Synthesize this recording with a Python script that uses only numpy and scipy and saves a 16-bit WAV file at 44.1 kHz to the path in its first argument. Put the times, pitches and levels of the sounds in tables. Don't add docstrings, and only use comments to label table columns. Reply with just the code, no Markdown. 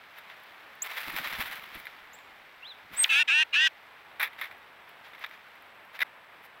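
import sys
import numpy as np
from scipy import signal
from scipy.fft import rfft, irfft
from scipy.io import wavfile
from scipy.ndimage import uniform_filter1d

SR = 44100
rng = np.random.default_rng(int(sys.argv[2]) if len(sys.argv) > 2 else 0)


def wrap_up_sound(samples):
    columns = np.atleast_2d(samples).T
    tamed = np.clip(columns, -1, 1)
    steps = np.round(tamed * 32767).astype(np.int16)
    wavfile.write(sys.argv[1], SR, steps)


def elevation(decibels):
    levels = np.asarray(decibels, float)
    return 10 ** (levels / 20)


N = 291060
T = np.arange(N) / SR
CUT_S = 6.0338


def level(x, db):
    return x * elevation(db) / np.sqrt(np.mean(x ** 2))


def colour(x, points, lo=0, hi=SR):
    hz = np.linspace(1, SR / 2, 4097)
    points_hz, points_db = np.array(points).T
    db = np.interp(np.log(hz), np.log(points_hz), points_db)
    outside_hz = np.maximum(lo - hz, hz - hi)
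    db = uniform_filter1d(db - 50 * np.clip(outside_hz / 400, 0, 1), size=9)
    cepstrum = irfft(db * np.log(10) / 20)
    cepstrum[1:4096] *= 2
    cepstrum[4097:] = 0
    response = irfft(np.exp(rfft(cepstrum)))
    return signal.fftconvolve(x, response)[:len(x)]


def walk(rate, count=N):
    hold = int(SR / rate)
    steps = np.repeat(rng.standard_normal(count // hold + 1), hold)
    return 1.3 * uniform_filter1d(uniform_filter1d(steps, hold), hold)[:count]


def bursts(rows, rise_s):
    env = np.zeros(N)
    for s, db, t60 in rows:
        i = int(s * SR)
        t = T[:min(N - i, SR // 4)]
        fall = elevation(-60 * t / np.clip(t60, .004, .25))
        env[i:i + len(t)] += elevation(db) * np.minimum(t / rise_s, 1) * fall
    return env


def scratch(body, edge, points, scatter_db):
    split_hz = 7500
    grains = level(rng.standard_normal(N) * elevation(scatter_db * walk(500)), 0)
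    sound = 0
    for env, part in ((body, {"hi": 1.04 * split_hz}), (edge, {"lo": .96 * split_hz})):
        sound = sound + colour(grains * env, points, **part) / np.std(colour(grains, points, **part))
    return sound


def glide(rows, second_db, echo_db):
    s, hz, db = np.transpose(rows)
    i, j = int(s[0] * SR), int(s[-1] * SR)
    hz = uniform_filter1d(np.interp(T[i:j], s, hz), size=40, mode="nearest")
    phase = 2 * np.pi * np.cumsum(hz) / SR
    octave = elevation(second_db) * np.clip(hz / 7000, 0, 1) ** 3 * np.sin(2 * phase)
    flutter_db = walk(141, count=j - i)
    tone = (np.sin(phase) + octave) * np.sqrt(2) * elevation(np.interp(T[i:j], s, db) + flutter_db)
    decay = elevation(-60 * T[:SR // 4] / 0.52)
    tail = level(rng.standard_normal(SR // 4) * decay, echo_db) / np.sqrt(SR // 4)
    tail[0] = 1
    heard = signal.fftconvolve(tone, tail)
    return np.pad(heard, (i, N - i - len(heard)))


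# (f/Hz, level/dB per Hz)
HISS = [(12, -53), (20, -14), (48, -23), (81, -11), (113, -14), (142, -13.5), (357, -10.5), (388, -9),
        (849, -2), (1860, -3.5), (2990, -11.5), (6540, -47), (7950, -33.5), (16000, -30)]


def yard():
    noise = rng.standard_normal(N)
    drift_db = .7 * walk(2.2) + .8 * walk(20)
    hiss = level(colour(noise * elevation(drift_db), HISS), -54)
    whine_hz, whine_width_hz = 7800, 120
    resonance = signal.iirpeak(whine_hz, whine_hz / whine_width_hz, SR)
    whine = signal.lfilter(*resonance, rng.standard_normal(N))
    return hiss + level(whine, -88)


def crackle():
    snaps_per_s, snap_db, spread_db, snap_s = 220, -3.5, 5.5, 0.001
    luck = rng.random((2, N))
    sizes = elevation(snap_db - spread_db * np.log(luck[1] + .03))
    snaps = (luck[0] < snaps_per_s / SR) * sizes
    return 1 + signal.lfilter([1], [1, -np.exp(-1 / (snap_s * SR))], snaps)


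# (t/s, level/dB)
STIR = [(0, -55), (.4, -53.5), (.8, -55), (.84, -50), (1.01, -42.5), (1.344, -40.5), (1.62, -48.5),
        (1.884, -51.5), (2.1, -55.5), (2.95, -56), (2.97, -42), (3.03, -44.5), (3.2, -43), (3.24, -56),
        (4.9, -58), (5.24, -55), (5.83, -58.5), (6.6, -59.5)]
# (t/s, level/dB, brightness/dB)
STROKES = [(0.179, -57, -9), (.31, -57, -28), (0.859, -42.5, -8), (0.913, -43, -15), (0.977, -37, -9),
           (1.084, -51, -21), (1.179, -36.5, -7.5), (1.257, -37, -22), (1.342, -43.5, -30),
           (1.412, -36, -7), (1.469, -45.5, -5), (1.527, -43, -9.5), (1.566, -51.5, -6),
           (1.754, -49.5, -16), (1.791, -63, 7), (2.943, -44.5, -6.5), (3.035, -49.5, 5.5),
           (4.401, -49, -12), (4.465, -52, -11), (4.891, -60, -15), (5.06, -54, -19), (5.224, -48.5, -16),
           (5.34, -56.5, -16), (5.958, -46, -13), (6.45, -56.5, -3)]
# (t/s, peak level/dB)
TICKS = [(0.1835, -50), (0.2982, -57), (0.3985, -51), (0.4344, -43), (0.7522, -42), (1.0181, -41),
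         (1.1273, -30), (1.2835, -37), (1.5, -46), (1.7494, -33), (4.5211, -53), (4.5795, -52.5),
         (5.0823, -54), (5.1228, -51), (5.1941, -43), (5.218, -50), (5.2934, -52), (5.4854, -56),
         (5.5543, -48.5), (5.6226, -46), (5.7209, -73.5), (5.8506, -47.5), (5.9329, -52)]
# (f/Hz, level/dB per Hz)
LEAVES = [(240, -43.5), (400, -17), (790, -5.5), (1400, -1), (2150, 2.5), (2900, -5), (3550, -5),
          (4400, -13), (5400, -18.5), (7600, -30.5), (10000, -22), (13700, -14.5), (16000, -17)]


def leaves():
    calm_db, calm_edge_db, edge_db_per_db = -56.5, -74, 1.51
    stroke_s = .016
    stir_db = np.interp(T, *np.transpose(STIR))
    body = elevation(stir_db)
    edge = elevation(calm_edge_db + edge_db_per_db * (stir_db - calm_db))
    for at, db, bright_db in STROKES:
        swell = elevation(db) * np.exp(-np.abs((T - at) / stroke_s) ** 2)
        body = body + swell
        edge = edge + swell * elevation(bright_db)
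    snap = 1 + (crackle() - 1) * np.clip((stir_db - calm_db) / 10, .15, 1)
    thin = np.c_[TICKS, np.full(len(TICKS), .014)]
    ticks = bursts(thin, .0004) * elevation(-8)
    return scratch(body * snap ** .6, edge * snap + ticks, LEAVES, scatter_db=1.3)


# (start t/s, loudest t/s, end t/s, peak level/dB, brightness/dB)
LANDINGS = [
    (4.199, 4.215, 4.28, -12, -21),
    (4.413, 4.428, 4.475, -26.5, -22),
    (5.994, 6.024, 6.055, -19, -23),
]


def scrabbles():
    start_db, end_db, scatter_db = -9.5, -24, 1.5
    rows = []
    for start, loudest, end, db, bright_db in LANDINGS:
        time_luck, level_luck = rng.standard_normal((2, 16))
        s = np.linspace(start, end, 16) + .002 * time_luck
        shape_db = np.interp(s, [start, loudest, end], [start_db, 0, end_db])
        rows.append(np.c_[s, db + shape_db + scatter_db * level_luck, np.full(len(s), bright_db)])
    return np.vstack(rows)


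# (t/s, peak level/dB, brightness/dB)
KNOCKS = [(0.184, -29.5, -17), (0.2987, -30, -29), (0.8408, -30, -11), (0.9004, -34, -14),
          (0.9383, -34, -18), (1.4127, -25, -28), (1.6347, -33.5, -13), (1.8537, -30, -14),
          (1.8679, -23, -26), (2.1864, -34.5, -25), (2.988, -29, -21), (3.003, -20.5, -32.5),
          (3.058, -22, -24.5), (4.197, -22, -14), (4.2277, -14.5, -11), (4.3304, -34, -24),
          (4.3884, -27.5, -27), (4.4123, -19.5, -20), (4.511, -28.5, -25), (4.5234, -41, -19),
          (4.892, -49, 0), (5.133, -34, -29), (5.1484, -30, -26), (5.1791, -33, -27), (5.2385, -18, -34),
          (5.244, -23.5, -29), (5.2616, -29, -20), (5.3105, -32, -26), (5.99, -31, -19),
          (6.0156, -12.5, -28)]
# (f/Hz, level/dB per Hz)
TRAY = [(300, -41), (600, -22.5), (1200, -11.5), (1600, -7.5), (2000, -1.5), (2350, -4.5), (2950, -19.5),
        (3650, -10), (4300, -25), (5500, -32), (7500, -46), (10000, -31.5), (12500, -23), (16000, -28)]


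def tray():
    s, db, bright_db = np.vstack([KNOCKS, scrabbles()]).T
    ring_s = np.full(len(s), 0.035)
    body = bursts(np.c_[s, db, ring_s], 0.001053) * elevation(-8.5)
    edge = bursts(np.c_[s, db + bright_db, .9 * ring_s], .0006) * elevation(-1.5)
    knocks = scratch(body, edge, TRAY, scatter_db=-1.0)
    return knocks * ((T < CUT_S) | (T > CUT_S + .3))


# (start t/s, length t/s, first f/Hz, top f/Hz, level/dB)
CHIPS = [
    (0.8186, 0.016, 5930, 8100, -26.5),
    (2.13, .032, 5940, 7700, -53),
]
# (second partial level/dB, echo level/dB)
CHIP_OVERTONES = [(-12, -30), (-6, -8)]


def chips():
    glide_s, attack_s, accent_s, sink_db = 0.0066, 0.0043, 0.0034, -5.5
    sound = 0
    for (start_s, length_s, first_hz, top_hz, db), overtones in zip(CHIPS, CHIP_OVERTONES):
        t = np.linspace(0, length_s, 40)
        hz = top_hz - (top_hz - first_hz) * np.exp(-t / glide_s)
        corners_s = [0, 0.31 * attack_s, attack_s, attack_s + accent_s]
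        accent_db = np.interp(t, corners_s, [-35, -8, 0, sink_db])
        fade_db = -10 * np.clip(1 - (length_s - t) / accent_s, 0, 1)
        sound = sound + glide(np.c_[start_s + t, hz, db + accent_db + fade_db], *overtones)
    return sound


# (t/s, level/dB, build-up t/s, dying t/s)
PUFFS = [(1.078, -51, 0.074, 1.3), (1.38, -49, .07, 0.16), (1.774, -50.5, 0.1, 0.061), (2.2, -75, .9, 2.1),
         (2.938, -56, 0.19, 0.11), (3.314, -69, 0.6, .1)]
# (f/Hz, level/dB per Hz)
AIR = [(15, -4), (30, 6.5), (110, -2.5), (280, 3.5), (380, 0), (550, -48)]


def wings():
    wingbeat_hz, range_db = 18, -37.5
    beat = 2 * np.pi * np.cumsum(wingbeat_hz * (1 + .15 * walk(3.3))) / SR
    air = level(colour(rng.standard_normal(N), AIR) * elevation(7.9 * np.cos(beat)), 0)
    puffs = 0
    for s, db, rise_s, fall_s in PUFFS:
        distance = np.maximum((s - T) / rise_s, (T - s) / fall_s)
        puffs = puffs + elevation(db + range_db * distance)
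    return air * puffs


# (t/s, f/Hz, level/dB)
ARCH = [(2.624, 2650, -60), (2.633, 2710, -43), (2.644, 2900, -51), (2.66, 3500, -42), (2.674, 3950, -48),
        (2.688, 4150, -50), (2.705, 3900, -45), (2.724, 3420, -47), (2.736, 3200, -62)]


def far_note():
    return glide(ARCH, second_db=-40, echo_db=-13)


# (t/s, f/Hz, level/dB)
WHISTLE = [(2.963, 7300, -55), (2.978, 8000, -33), (2.99, 8300, -29), (3.003, 8320, -20),
           (3.015, 8330, -25), (3.026, 8480, -24), (3.034, 8300, -23)]
# (t/s, f/Hz, level/dB)
PLUNGE = [(3.037, 7700, -31), (3.04, 6200, -31), (3.0422, 4300, -27), (3.0437, 3400, -13),
          (3.0455, 2600, -20), (3.048, 1900, -28), (3.052, 1500, -45)]


def whistle():
    return glide(WHISTLE + PLUNGE, second_db=-14, echo_db=-38)


# (t/s, f/Hz, level/dB)
CLUCK = [(3.045, 3020, -49), (3.0475, 3660, -24), (3.052, 2570, -30.5), (3.055, 2300, -35)]


def cluck():
    return glide(CLUCK, second_db=-30, echo_db=-30)


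# (t/s, low side f/Hz, high side f/Hz)
VOICES = [
    [(3.088, 800, 1190), (3.105, 850, 1270), (3.118, 860, 1324), (3.132, 815, 1340), (3.16, 832, 1360),
     (3.2, 912, 1479), (3.218, 917, 1492), (3.236, 820, 1350)],
    [(3.274, 850, 1200), (3.31, 804, 1340), (3.33, 855, 1414), (3.35, 896, 1478), (3.39, 925, 1540),
     (3.412, 953, 1584), (3.422, 935, 1570), (3.44, 820, 1330)],
    [(3.526, 830, 1220), (3.542, 795, 1295), (3.56, 825, 1375), (3.58, 891, 1465), (3.6, 915, 1536),
     (3.62, 946, 1564), (3.66, 966, 1586), (3.67, 940, 1570), (3.686, 830, 1400)],
]
# (level/dB, breath level/dB, settled roughness 0-1)
MANNER = [
    (-21.5, -11, 0.47),
    (-21.5, -5, 0.17),
    (-21.5, -3.5, 0.19),
]
# (level/dB, ..)
LOW_PARTIALS_DB = [
    [0, -2.5, 2, 1.2, 3.5, -15, -23, -16, -18, -6, -15],
    [0, -3, 0.54, 0.6, -6.5, -21, -7, -6, -21, -6, -19],
    [0, -14.5, 3.2, 0.77, -2.5, -5.5, -21, -20, -19, -16, -14],
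]
# (level/dB, ..)
HIGH_PARTIALS_DB = [
    [0, -0.2, -1, -14, -18, 0, -7],
    [0, -2, -0.36, -16, -5.5, -16.5, -18],
    [0, -0.6, 1, -11, -21, -22, -21],
]
# (f/Hz, level/dB)
THROAT = [(600, -53), (900, -17), (1500, -6), (1900, -0.5), (2200, -3), (2680, 6.5), (3050, -6.5),
          (3700, -7), (4500, -22.5), (5800, -20.5), (7200, -26.5), (9000, -26), (11500, -38.5),
          (14000, -30)]


def buzz(rows, manner, low_db, high_db):
    attack_s, attack_db, release_s, release_db, swell_db = 0.016, -9, .011, -18, 2.1
    settle_s, fray_s = .04, .014
    s, low_hz, high_hz = np.transpose(rows)
    db, breath_db, settled = manner
    i, j = int(s[0] * SR), int(s[-1] * SR)
    t, count = T[i:j], j - i
    since, until = t - T[i], T[j] - t

    unsettled = np.maximum(np.exp(-(since / settle_s) ** 2), np.exp(-(until / fray_s) ** 2))
    rough = settled + (1 - settled) * unsettled
    effort_db = db + swell_db * (since / since[-1] - .5)
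    effort_db += attack_db * np.clip(1 - since / attack_s, 0, 1)
    effort_db += release_db * np.clip(1 - until / release_s, 0, 1)

    low_hz = np.interp(t, s, low_hz) * (1 + .03 * rough * walk(300, count=count))
    high_hz = np.interp(t, s, high_hz) * (1 + .036 * rough * walk(300, count=count))
    low_phase = 2 * np.pi * np.cumsum(low_hz) / SR
    high_phase = 2 * np.pi * np.cumsum(high_hz) / SR
    lines = 0
    for m, low in enumerate(low_db):
        for n, high in enumerate(high_db):
            size = elevation(low + high + 4.5 * rough * walk(90, count=count))
            start = 0.664 * m * m + 0.975 * n * n
            sum_line = np.cos(m * low_phase + n * high_phase + start)
            difference_line = elevation(-24) * np.cos(m * low_phase - n * high_phase)
            lines = lines + size * (sum_line + difference_line)

    breath = elevation(breath_db) * (rough + .3) * np.abs(lines) * rng.standard_normal(count)
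    voice = colour(lines + breath, THROAT)
    voice /= np.sqrt(uniform_filter1d(voice ** 2, size=600))
    edge = np.clip(np.minimum(since, until) / 0.0073, 0, 1)
    return np.pad(voice * elevation(effort_db) * edge, (i, N - j))


def scene():
    birds = sum(buzz(*call) for call in zip(VOICES, MANNER, LOW_PARTIALS_DB, HIGH_PARTIALS_DB))
    birds = birds + chips() + far_note() + whistle() + cluck()
    return np.tile(birds + leaves() + tray() + wings() + yard(), (2, 1))


def top_cut(x):
    return signal.sosfilt(signal.butter(12, 17020, fs=SR, output="sos"), x)


def record(dry):
    fade_in_s, top_hz = .014, 15800
    after = np.clip((T - CUT_S) / fade_in_s, .4, 1)
    gain = np.where(T < CUT_S, 1, after)
    low_pass = signal.ellip(12, .3, 80, top_hz, fs=SR, output="sos")
    return top_cut(signal.sosfilt(low_pass, dry * gain))


dry = scene()
out = record(dry)
wrap_up_sound(out)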